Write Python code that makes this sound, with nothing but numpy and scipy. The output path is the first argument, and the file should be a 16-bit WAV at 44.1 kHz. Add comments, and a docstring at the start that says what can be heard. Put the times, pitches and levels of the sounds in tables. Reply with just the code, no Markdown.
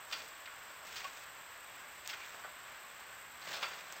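"""Short gritty creaks ring steel: a long pipe on a wrench strains the rusted bolt of a disc harrow.
Each heave makes the rust give in runs of stick-slip jerks, with dry scraping and one squeak.
Rust flakes snap in sharp ticks and the lever knocks in its play.
Behind it, insects shrill over a steady outdoor hiss.
The recorder runs at half rate and holds each sample, which mirrors the treble."""
import sys
import numpy as np
from scipy import signal
from scipy.fft import rfft, irfft
from scipy.io import wavfile

SR = 44100
rng = np.random.default_rng(int(sys.argv[2]) if len(sys.argv) > 2 else 0)


def dump(signal):
    """Clip the signal to [-1, 1] and save it as 16-bit WAV at the path in sys.argv[1]."""
    limited = np.clip(np.atleast_2d(signal).T, -1, 1)
    pcm = np.round(limited * 32767).astype(np.int16)
    wavfile.write(sys.argv[1], SR, pcm)


N = 176400
T = np.arange(N) / SR


def from_db(db):
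    """Decibels to gain."""
    return 10 ** (np.asarray(db) / 20)


def unit_rms(x):
    """Scale to an rms of one."""
    return x / np.sqrt(np.mean(x ** 2) + 1e-20)


def colour(x, spectrum):
    """Filter by (freq_hz, gain_db) points joined over log frequency."""
    freq_hz, gain_db = np.transpose(spectrum)
    bins_hz = np.maximum(np.arange(N + 1) * SR / (2 * N), 1)
    curve_db = np.interp(np.log(bins_hz), np.log(freq_hz), gain_db)
    return irfft(rfft(x, 2 * N) * from_db(curve_db))[:N]


def band(x, low_hz, high_hz, order=2):
    """Causal band-pass."""
    edges_hz = [low_hz, np.clip(high_hz, low_hz * 1.1, SR * .45)]
    return signal.sosfilt(signal.butter(order, edges_hz, "band", fs=SR, output="sos"), x + 1e-18)


def drift(cutoff_hz):
    """Low-passed random wander, unit rms."""
    lowpass = signal.butter(2, cutoff_hz, fs=SR, output="sos")
    return unit_rms(signal.sosfilt(lowpass, rng.standard_normal(N + SR))[SR:])


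def envelope(start_s, attack_s, hold_s, t60_s):
    """Linear attack; exponential fade from hold_s after the start."""
    age_s = T - start_s
    return np.clip(age_s / attack_s, 0, 1) * from_db(-60 * np.clip((age_s - hold_s) / t60_s, 0, 3))


def slips(rate_per_s, spread_db=2.14):
    """Tiny stick-slip jerks of uneven size at random moments, unit rms."""
    sizes = from_db(spread_db * np.minimum(rng.exponential(1, N), 4))
    signs = rng.choice([-1, 1], N)
    slipping = rng.random(N) < rate_per_s / SR
    return unit_rms(sizes * signs * slipping)


# Outdoor hiss spectrum: freq_hz, density_db
AIR_SPECTRUM = [(25, -23), (55, -14), (82, -9), (105, -13), (145, -11.5), (220, -15), (480, -9.5),
                (550, -5), (850, -3.5), (1000, -1.5), (1110, 2), (1250, -1.5), (1550, 1), (2200, -3),
                (2750, -5), (3200, -8.5), (3350, -6), (3550, -9.5), (4500, -14), (6500, -18.5),
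                (10000, -26)]


def air(level_db=-53, waver_db=.4):
    """Steady outdoor hiss, wavering slightly."""
    gain = from_db(level_db + waver_db * drift(cutoff_hz=6.1))
    return gain * unit_rms(colour(rng.standard_normal(N), AIR_SPECTRUM))


# Insect chorus spectrum: freq_hz, density_db
INSECT_SPECTRUM = [(6700, -18), (7350, -5.5), (7520, -1), (7650, 1), (7900, -0.5), (8100, 0.5), (8190, 1.5),
                   (8280, -1.5), (8450, -9), (9200, -33.5)]


def insects(level_db=-60.5, throb_db=0.77):
    """Shrill chorus: a narrow noise band with a fast, irregular throb."""
    gain = from_db(level_db + throb_db * drift(cutoff_hz=70))
    return gain * unit_rms(colour(rng.standard_normal(N), INSECT_SPECTRUM))


def yard_scatter(x, gain_db=-13.5):
    """Faint dull reflections from the machine and its surroundings."""
    tail = band(rng.standard_normal(N), low_hz=250, high_hz=2650, order=1)
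    tail *= envelope(start_s=0.007, attack_s=0.0028, hold_s=0, t60_s=.3)
    tail /= np.sqrt(np.sum(tail ** 2))
    return from_db(gain_db) * signal.fftconvolve(x, tail)[:N]


# Modes of lever and frame: pitch_hz, gain_db, t60_s
STEEL_MODES = [(609, 2.5, 0.034), (1200, -6, 0.11), (1342, -3, 0.088), (1490, -4.5, 0.067),
               (1850, -2, 0.14), (2140, -11, 0.088), (2447, -1.5, 0.11), (2786, -3.5, 0.064),
               (3150, 0, 0.11), (3455, 3.5, 0.062), (4000, -16, 0.36), (4640, 6, 0.22), (5206, -2, .09),
               (6500, -5, 0.12)]


def steel_ring(force):
    """Lever and frame ring under a contact force, one damped resonator per mode."""
    ring = np.zeros(N)
    for pitch_hz, gain_db, t60_s in STEEL_MODES:
        radius = from_db(-60 / (t60_s * SR))
        feedforward = [1 - radius ** 2, 0, radius ** 2 - 1]
        feedback = [1, -2 * radius * np.cos(2 * np.pi * pitch_hz / SR), radius ** 2]
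        ring += from_db(gain_db) * signal.lfilter(feedforward, feedback, force + 1e-18)
    return ring


# Scrape contours, one list per stroke: time_s, level_db
SCRAPE_CONTOURS = [
    [(.08, -70), (.13, -50), (.18, -55), (.3, -63.5)],
    [(.85, -55.5), (.9, -56), (.95, -50.5), (1.03, -53), (1.1, -58), (1.25, -59)],
    [(2.03, -67), (2.09, -49), (2.17, -56.5), (2.3, -58.5), (2.42, -66)],
    [(3.41, -64), (3.475, -49), (3.55, -45.5), (3.615, -51), (3.69, -50.5), (3.8, -56.5), (3.87, -62),
     (3.905, -55), (3.99, -57.5)],
]
# Scrape spectra, one list per stroke: freq_hz, gain_db
SCRAPE_SPECTRA = [
    [(150, -17), (500, -0.5), (2000, -7), (4500, -2), (7000, -5), (10000, -16)],
    [(150, -8), (600, -5), (2000, 4.5), (4500, -2), (7000, -2.5), (10000, -19)],
    [(150, -12), (600, 5), (2000, 8.5), (4500, 3), (7000, 1), (10000, -16)],
    [(60, -27), (160, -6.5), (230, -15.5), (350, -7), (650, -1.5), (2000, -0.5), (4500, -5.5), (7000, -10),
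     (10000, -21.5)],
]


def scrapes(patchy_db=3.0, ring_db=-26):
    """The lever shifts: dense dry grains catch unevenly and ring the steel a little."""
    friction = np.zeros(N)
    for contour, spectrum in zip(SCRAPE_CONTOURS, SCRAPE_SPECTRA):
        time_s, level_db = np.transpose(contour)
        stroke_db = np.interp(T, time_s, level_db, left=-120, right=-120)
        catch_db = patchy_db * drift(cutoff_hz=58)
        grains = unit_rms(colour(slips(rate_per_s=5200), spectrum))
        friction += from_db(stroke_db + catch_db) * grains
    return friction + from_db(ring_db) * steel_ring(friction)


def squeak(pitch_hz=1116, level_db=-39):
    """The bolt sings for a moment on one note."""
    tone = np.sin(2 * np.pi * pitch_hz * T)
    return from_db(level_db) * tone * envelope(start_s=1.045, attack_s=0.008, hold_s=0.016, t60_s=.035)


# Rust flake snaps: start_s, gain_db, low_hz, high_hz
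FLAKE_SNAPS = [(.22, -21, 1500, 3900), (.87, -31, 3000, 9000), (2.0757, -16, 3200, 9500),
               (3.0, -33, 4000, 7000), (3.9248, -18, 5500, 7700)]


def ticks(tail_db=-19):
    """Hard rust flakes snap: each an impulse with a brief gritty tail."""
    out = np.zeros(N)
    for start_s, gain_db, low_hz, high_hz in FLAKE_SNAPS:
        fade = envelope(start_s, attack_s=1 / SR, hold_s=0, t60_s=.016)
        snap = from_db(tail_db) * rng.standard_normal(N) * fade
        snap[int(start_s * SR)] += 2
        out += from_db(gain_db) * band(snap, low_hz, high_hz)
    return out


BURST_ATTACK_S = 0.00084


def slip_bursts(bursts, rate_per_s=7000, spill_db=-25.5):
    """Short runs of slips, each strongest in its own band, with a faint broadband spill."""
    force = np.zeros(N)
    for start_s, hold_s, t60_s, gain_db, low_hz, high_hz in bursts:
        grit = unit_rms(band(slips(rate_per_s), low_hz, high_hz))
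        spill = unit_rms(band(slips(rate_per_s), low_hz=390, high_hz=5800, order=1))
        gain = from_db(gain_db) * envelope(start_s, BURST_ATTACK_S, hold_s, t60_s)
        force += gain * (grit + from_db(spill_db) * spill)
    return force


# Lever knocks: start_s, hold_s, t60_s, gain_db, low_hz, high_hz
LEVER_KNOCKS = [(0.702, .003, 0.06, -49.5, 700, 1900), (0.824, 0.01, 0.058, -52.5, 705, 1500),
                (2.343, 0.002, 0.034, -45.5, 600, 1960), (2.437, 0.018, 0.064, -46.5, 590, 1600),
                (3.627, 0.0057, 0.073, -32.5, 790, 3200), (3.638, 0.0061, 0.045, -37, 910, 2520),
                (3.9, 0.0071, .04, -50, 700, 2190)]


def knocks(strike_boost_db=29):
    """The lever knocks in its play: a hard contact pings the high modes, then the parts chatter."""
    strikes = np.zeros(N)
    for start_s, _, _, gain_db, _, _ in LEVER_KNOCKS:
        strikes[int((start_s + BURST_ATTACK_S) * SR)] = from_db(gain_db + strike_boost_db)
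    contact = band(strikes, low_hz=4400, high_hz=5600, order=1)
    chatter = slip_bursts(LEVER_KNOCKS)
    return chatter + steel_ring(contact + chatter)


# Rust giving way: start_s, hold_s, t60_s, gain_db, low_hz, high_hz
RUST_CREAKS = [(.1125, 0.003, 0.019, -44.5, 990, 3500), (.1245, 0.009, .07, -36.5, 1270, 4500),
               (.152, 0.017, 0.25, -49, 1390, 5050), (.457, 0.0048, .04, -45, 1900, 3880),
               (.473, .003, 0.11, -47, 1090, 2200), (.958, .014, 0.13, -43, 2300, 6170),
               (1.043, 0.0094, 0.043, -42.5, 650, 3400), (2.093, 0.0088, 0.073, -39, 1900, 5140),
               (2.1305, 0.0084, 0.039, -41.5, 1200, 3350), (2.215, 0.028, .05, -49, 1970, 2680),
               (3.421, 0.0064, 0.025, -48.5, 3900, 4670), (3.528, 0.029, .1, -42, 1450, 5000),
               (3.703, 0.023, 0.14, -50.5, 900, 2920)]


def creaks():
    """The rust gives in gritty bursts, heard directly and through the ringing steel."""
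    grit = slip_bursts(RUST_CREAKS)
    return grit + steel_ring(grit)


def scene():
    """The straining bolt and its reflections over hiss and insects, mono."""
    bolt = scrapes() + from_db(-3.5) * (creaks() + knocks()) + from_db(-3) * ticks()
    return (bolt + yard_scatter(bolt) + squeak() + air() + insects())[None]


# Recorder response: freq_hz, gain_db
RECORDER_RESPONSE = [(20, 0.5), (8100, 1), (8600, -1), (9400, -2), (10200, -4.5), (10700, -36)]


def record(dry):
    """Half-rate recorder: holding every second sample mirrors the treble; then the top is cut."""
    half_rate = colour(dry[0], RECORDER_RESPONSE)[::2]
    held = np.repeat(half_rate, 2)[:N]
    cutoff_hz = 15800
    lowpass = signal.ellip(10, .1, 70, cutoff_hz, fs=SR, output="sos")
    return signal.sosfilt(lowpass, held)[None]


dry = scene()
out = record(dry)
dump(out)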